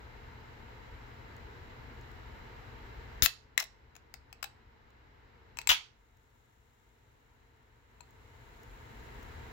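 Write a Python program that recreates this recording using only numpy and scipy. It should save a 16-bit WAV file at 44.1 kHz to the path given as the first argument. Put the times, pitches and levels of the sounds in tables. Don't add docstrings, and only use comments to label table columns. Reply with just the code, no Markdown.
import sys
import numpy as np
from scipy import signal
from scipy.fft import rfft, irfft
from scipy.io import wavfile

SR = 44100
rng = np.random.default_rng(int(sys.argv[2]) if len(sys.argv) > 2 else 0)


def dump_mix(stems):
    frames = np.atleast_2d(stems).T
    limited = np.clip(frames, -1, 1)
    pcm = np.round(limited * 32767).astype(np.int16)
    wavfile.write(sys.argv[1], SR, pcm)


N = 419832

# start_s, level_db, panel_hz, panel_db, crack_decay_s, slope_db_per_octave
SNAPS = [(3.223, -6, 3640, -4, 0.00065, 6.5), (3.2606, -2.5, 2610, -5, 0.00074, 2),
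         (3.5777, -8, 2055, 6, 0.0013, 1), (3.5838, -21, 2010, -5.5, 0.00072, 1),
         (3.591, -27, 2000, -2, 0.0018, -4), (3.597, -26, 1990, 2, 0.0029, 4.5),
         (3.6012, -23, 5430, 5, 0.0052, 2), (3.6083, -29, 2030, -2, 0.0022, -7),
         (3.6245, -28, 710, -8, 0.0022, 0.5), (3.629, -31, 696, -6, 0.0018, -3),
         (3.640, -37.5, 5430, -3, 0.0022, 8), (5.691, -8.5, 2943, 1.5, 0.0017, 3),
         (5.705, -14, 3140, 8, 0.0016, 0), (5.716, -19, 946, 9.5, 0.002, 0)]
# start_s, level_db, knock_hz, knock_db, ring_db, ping_hz, ping_db
TICKS = [(3.9534, -43.5, 740, -5.5, 4, 6800, 0), (3.9645, -39.5, 745, -11, -2, 6870, -2),
         (4.1402, -30, 760, -8.5, 1, 6920, -8), (4.328, -38, 765, -1.5, 7, 7740, -4),
         (4.4272, -29.5, 785, -1, -7, 7900, -12), (4.4291, -22.5, 782, -11, -9, 7830, -4),
         (4.441, -32, 830, -18, -14, 3900, 2), (4.4426, -24, 825, -4.5, -4, 7780, -10),
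         (5.5714, -35, 920, -2, 2.5, 7650, 2), (5.5878, -25.5, 913, -2.5, 10, 7550, -8.5),
         (5.6149, -36, 900, -1, 4, 7700, -2.5), (5.673, -15, 910, -8, 3.5, 7550, 4),
         (8.0065, -49.5, 955, 14, 11.5, 4190, 9.5), (8.008, -49.5, 997, -1, -5, 7380, 13.5)]
# pitch_hz, level_db, t60_s
LID_MODES = [(705, -17, 0.036), (1283, -7.5, 0.0086), (1920, -1.5, 0.014), (2210, -6.5, .015),
             (2620, -13, 0.033), (3980, -3.5, 0.017), (5250, -7.5, .009), (6600, -7.5, 0.019),
             (7400, -14, .014)]
TAB_MODES = [(1430, -16, .013), (1844, -15, 0.012), (2200, -8, 0.019), (2602, -2.5, 0.019),
             (3200, -18, .016), (3960, -18.5, .012), (4640, -15.5, .012), (6295, -11.5, .018)]
OPEN_CAN_MODES = [(792, -30.5, 0.086), (930, -28, .09), (1275, -24.5, 0.09), (2850, -28.5, 0.16),
                  (3000, -29, .16), (3300, -30.5, 0.22), (3400, -32.5, 0.23)]
# time_s, gain_db
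JET_ENVELOPE = [(3.2225, -72), (3.2263, -17.5), (3.234, -14.5), (3.246, -20.5), (3.259, -18.5),
                (3.264, -28), (3.275, -72.5)]
TEAR_ENVELOPE = [(5.690, -71), (5.6935, -14.5), (5.703, -17), (5.711, -24), (5.719, -22), (5.726, -25),
                 (5.75, -40.5), (5.80, -73), (5.88, -79)]
FIZZ_ENVELOPE = [(5.7, -93), (6.0, -62), (6.35, -58.5), (6.9, -59.5), (7.5, -64.5), (8.3, -64),
                 (9.5, -67.5)]
# start_s, swing_db, swing_hz, decay_s, turbulence_db
PUFFS = [(3.2234, -17, 67.04, 0.0092, -30), (5.693, -29, 62, 0.014, -40.5),
         (5.708, -44, 149.7, 0.0064, -51)]
# start_s, level_db
SPECKS = [(1.3658, -51), (2.012, -56), (2.1151, -57), (4.904, -63), (6.1709, -63.5), (8.108, -57),
          (8.6326, -50.5), (9.229, -50.5)]
# freq_hz, relative_db
CRACK_COLOUR = [(100, -26), (450, -22), (750, -1.5), (1800, 2.5), (3000, 2), (4000, -1.5), (5500, 0),
                (7400, -3), (8800, -14.5), (11000, -8), (15500, -5)]
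JET_COLOUR = [(100, -29.5), (850, -27), (1600, -6.5), (2200, -6.5), (3300, -2), (4000, -5), (6800, -4.5),
              (8400, -13.5), (11500, -1), (14500, 3), (15500, 2)]
TEAR_COLOUR = [(100, -31), (560, -30.5), (760, -12.5), (900, -7.5), (1080, -10), (1300, -4), (1700, -5),
               (2400, 1), (2900, 3.5), (3500, -1), (4600, -10), (6400, -7), (9000, -22.5), (13000, -14.5)]
TURBULENCE_COLOUR = [(60, 4), (200, -3.5), (500, -7.5), (900, -17), (1800, -16), (4000, -31)]
FIZZ_COLOUR = [(1500, -22.5), (3300, 2), (4800, -10), (7000, 2.5), (9000, -11.5), (12000, -7), (15500, -4)]
SPECK_COLOUR = [(500, -25), (2500, -14), (5000, 2), (7300, 6), (9000, -14), (12000, -7), (15000, 4)]
# freq_hz, gain_db
SHADOW = [(100, -15.5), (800, -14), (1500, -20.5), (2500, -14), (4800, -6.5), (6200, -18), (9000, -32.5),
          (15000, -28.5)]
# freq_hz, gain_db
ROOM_LEFT = [(200, -19), (800, -11.5), (2000, -17), (5000, -17.5), (8000, -14.5), (15000, -16.5)]
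ROOM_RIGHT = [(200, -20), (800, -9.5), (1500, -13), (2800, -12), (4500, -6), (6500, -19), (9000, -14),
              (15000, -22)]
# freq_hz, t60_s
ROOM_T60 = [(300, .3), (1000, 0.32), (3300, 0.3), (5500, .35), (9000, 0.27), (15000, 0.14)]
# freq_hz, relative_db
TONE_COLOUR = [(15, -37.5), (25, -3), (59, 1.5), (123, -7), (179, -18), (222, -13.5), (382, -16),
               (449, -14), (604, -24.5), (929, -17), (1120, -18), (1680, -17.5), (7220, -44), (8730, -57.5),
               (15800, -44.5)]
# centre_hz, width_hz, gain_db
TONE_HUMPS = [(450, 65, 4), (665, 120, 5), (913, 80, 6), (2096, 180, 3.5), (2870, 190, 2.5), (3989, 200, 5),
              (7450, 450, 7), (8700, 700, -3.5), (12000, 1500, 3.5), (16000, 1200, -5.5)]
# freq_hz, correlation
TONE_LIKENESS = [(60, 0.9), (240, 0.69), (950, -0.18), (3770, 0.11), (15000, -0.01)]
# freq_hz, left_minus_right_db
TONE_BALANCE = [(60, 2.5), (180, 5.5), (550, -1.5), (1650, 4), (4970, -9), (15000, 9)]
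# pitch_hz, level_db
HUM = [(78, -65), (120, -59), (238, -68.5)]
# time_s, gain_db
SWELL = [(0, -0.5), (1.5, 0.5), (3.22, 1.5), (3.27, -11.5), (4.4, -11), (5.68, -8.5), (5.73, -15.5),
         (6.6, -16.5), (7.3, -14), (7.85, -13), (8.4, -5.5), (9.15, 1.5), (9.52, 2)]


def lid_snaps(lid_db=-4, crack_db=-2, panel_t60_s=0.017):
    out, t = np.zeros(N), np.arange(SR // 10) / SR
    for start_s, db, panel_hz, panel_db, decay_s, slope in SNAPS:
        modes = amp(lid_db) * ring(LID_MODES, t) + ring([(panel_hz, panel_db, panel_t60_s)], t)
        snap = modes / 2 + amp(crack_db) * crack(t, decay_s)
        add(out, start_s, amp(db) * tilt(snap, slope))
    return out


def tab_ticks(crack_db=-1, crack_decay_s=0.0017, knock_t60_s=0.034, ping_t60_s=0.024):
    out, t = np.zeros(N), np.arange(SR // 10) / SR
    for start_s, db, knock_hz, knock_db, ring_db, ping_hz, ping_db in TICKS:
        knock_and_ping = ring([(knock_hz, knock_db, knock_t60_s), (ping_hz, ping_db, ping_t60_s)], t)
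        modes = amp(ring_db) * ring(TAB_MODES, t) + knock_and_ping
        add(out, start_s, amp(db) * (modes / 2 + amp(crack_db) * crack(t, crack_decay_s)))
    return out


def crack(t, decay_s):
    slips = rng.choice([-1., 1.], len(t)) * np.exp(-t / decay_s)
    return colour(slips, CRACK_COLOUR)


def gas_jet():
    return burst(rng.standard_normal(N), JET_ENVELOPE, JET_COLOUR)


def score_tear():
    return burst(grains(per_s=4500, spread_db=0), TEAR_ENVELOPE, TEAR_COLOUR)


def open_can(start_s=5.695, rise_s=0.0061):
    out, t = np.zeros(N), np.arange(SR // 2) / SR
    add(out, start_s, ring(OPEN_CAN_MODES, t) * (1 - np.exp(-t / rise_s)))
    return out


def gas_puffs(turbulence_decay_s=0.022):
    out, t = np.zeros(N), np.arange(SR // 5) / SR
    for start_s, swing_db, swing_hz, decay_s, turbulence_db in PUFFS:
        add(out, start_s, amp(swing_db) * np.exp(-t / decay_s) * np.sin(2 * np.pi * swing_hz * t))
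        turbulence = rng.standard_normal(len(t)) * np.exp(-t / turbulence_decay_s)
        add(out, start_s, amp(turbulence_db) * colour(turbulence, TURBULENCE_COLOUR))
    return out


def fizz():
    return colour(grains(per_s=6000, spread_db=3) * gain_curve(FIZZ_ENVELOPE), FIZZ_COLOUR)


def specks(decay_s=0.0019):
    out, t = np.zeros(N), np.arange(SR // 50) / SR
    for start_s, db in SPECKS:
        tick = rng.standard_normal(len(t)) * np.exp(-t / decay_s)
        add(out, start_s, amp(db) * colour(tick, SPECK_COLOUR))
    return out


def mic_paths(x, far_db, room_db, lag_s=0.0005):
    far = amp(far_db) * signal.oaconvolve(x, min_phase(SHADOW))[:N]
    return np.array([x, np.roll(far, round(lag_s * SR))]), amp(room_db) * x


def room_response(onset_s=0.0036, early_db=11, early_s=0.041, echoes_per_s=6000):
    echoes = rng.choice([-1., 1.], (2, SR // 2)) * (rng.random((2, SR // 2)) < echoes_per_s / SR)
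    hz, frame_s, bands = signal.stft(echoes, SR, nperseg=256)
    decay = amp(-60 * frame_s / at_hz(ROOM_T60, hz)[:, None])
    tails = signal.istft(bands * decay, SR, nperseg=256)[1]
    t = np.arange(tails.shape[1]) / SR
    tails = tails * np.clip(t / onset_s - 1, 0, 1) * amp(early_db * np.exp(-t / early_s))
    return np.array([signal.oaconvolve(tail / np.linalg.norm(tail), min_phase(side))
                     for tail, side in zip(tails, (ROOM_LEFT, ROOM_RIGHT))])


def reverb(x, turn_hz=20, count=3):
    angle = 2 * np.pi * turn_hz * np.arange(N) / SR
    feeds = [x * np.sqrt(2 / count) * np.cos(angle + np.pi * k / count) for k in range(count)]
    return sum(signal.oaconvolve(feed[None], room_response(), axes=1)[:, :N] for feed in feeds)


def room_tone(air_db=-51, waver_rad=0.35, waver_hz=4):
    hz, t = np.fft.rfftfreq(N, 1 / SR), np.arange(N) / SR
    left, independent = rfft(rng.standard_normal((2, N)))
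    likeness = at_hz(TONE_LIKENESS, hz)
    right = likeness * left + np.sqrt(1 - likeness ** 2) * independent
    lean_db = at_hz(TONE_BALANCE, hz) / 2
    pair = np.array([left * amp(lean_db), right * amp(-lean_db)])
    humps_db = sum(db * np.exp(-((hz - centre) / width) ** 2) for centre, width, db in TONE_HUMPS)
    air = irfft(pair * amp(at_hz(TONE_COLOUR, hz) + humps_db), N)
    hum = 0
    for pitch_hz, db in HUM:
        drift = unit_rms(irfft(rfft(rng.standard_normal(N)) * (hz < waver_hz), N))
        hum = hum + amp(db) * np.sin(2 * np.pi * pitch_hz * t + waver_rad * drift)
    return amp(air_db) * air / air.mean(0).std() + hum


def ring(modes, t):
    return sum((-1) ** k * amp(db - 60 * t / t60_s) * np.sin(2 * np.pi * hz * t)
               for k, (hz, db, t60_s) in enumerate(modes))


def grains(per_s, spread_db):
    size = amp(spread_db * np.minimum(rng.exponential(1, N), 4))
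    return unit_rms(size * rng.choice([-1., 1.], N) * (rng.random(N) < per_s / SR))


def burst(drive, envelope, spectrum):
    active = np.arange(N) < envelope[-1][0] * SR
    return colour(drive * gain_curve(envelope) * active, spectrum)


def colour(x, spectrum):
    taps = min_phase(spectrum)
    return signal.oaconvolve(x, taps / np.linalg.norm(taps))[:len(x)]


def tilt(x, db_per_octave, pivot_hz=3000):
    slope = [(hz, db_per_octave * np.log2(hz / pivot_hz)) for hz in (750, 4500)]
    return signal.oaconvolve(x, min_phase(slope))[:len(x)]


def min_phase(spectrum, size=4096):
    log_gain = np.log(amp(at_hz(spectrum, abs(np.fft.fftfreq(size, 1 / SR)))))
    response = np.exp(np.conj(signal.hilbert(log_gain)))
    return np.fft.ifft(response).real[:size // 2]


def high_pass(x, hz, order):
    return signal.sosfilt(signal.butter(order, hz, "high", fs=SR, output="sos"), x)


def at_hz(table, hz):
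    freq_hz, value = np.transpose(table)
    return np.interp(np.log(hz + 1), np.log(freq_hz + 1), value)


def gain_curve(envelope):
    return amp(np.interp(np.arange(N) / SR, *np.transpose(envelope), left=-200))


def amp(db):
    return 10 ** (np.asarray(db) / 20)


def unit_rms(x):
    return x / np.sqrt(np.mean(x ** 2) + 1e-20)


def add(mix, start_s, sound):
    part = mix[round(start_s * SR):][:len(sound)]
    part += sound[:len(part)]


def scene(radiate_hz=520, speck_far_db=-3):
    jet, tear = gas_jet(), score_tear()
    snaps = high_pass(lid_snaps(), radiate_hz, order=3)
    ticks = high_pass(tab_ticks(), radiate_hz, order=3)
    swell = gain_curve(SWELL)
    paths = [mic_paths(snaps, far_db=-3.5, room_db=-3),
             mic_paths(ticks, far_db=-1.5, room_db=-2),
             mic_paths(jet, far_db=6, room_db=-1.5),
             mic_paths(tear, far_db=7, room_db=4.5, lag_s=0.0003),
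             mic_paths(open_can(), far_db=6, room_db=0, lag_s=0.0003),
             mic_paths(fizz() * swell, far_db=3.5, room_db=-1.5)]
    direct, room_send = (sum(parts) for parts in zip(*paths))
    direct[0] += gas_puffs()
    direct += specks() * amp([[0], [speck_far_db]])
    return direct + reverb(room_send) + room_tone() * swell


def record(dry, low_cut_hz=32, band_limit_hz=16100):
    limited = np.clip(high_pass(dry, low_cut_hz, order=4), -1, 1)
    low_pass = signal.firwin(255, band_limit_hz, window=("kaiser", 9), fs=SR)
    return signal.oaconvolve(limited, low_pass[None], "same")


dry = scene()
out = record(dry)
dump_mix(out)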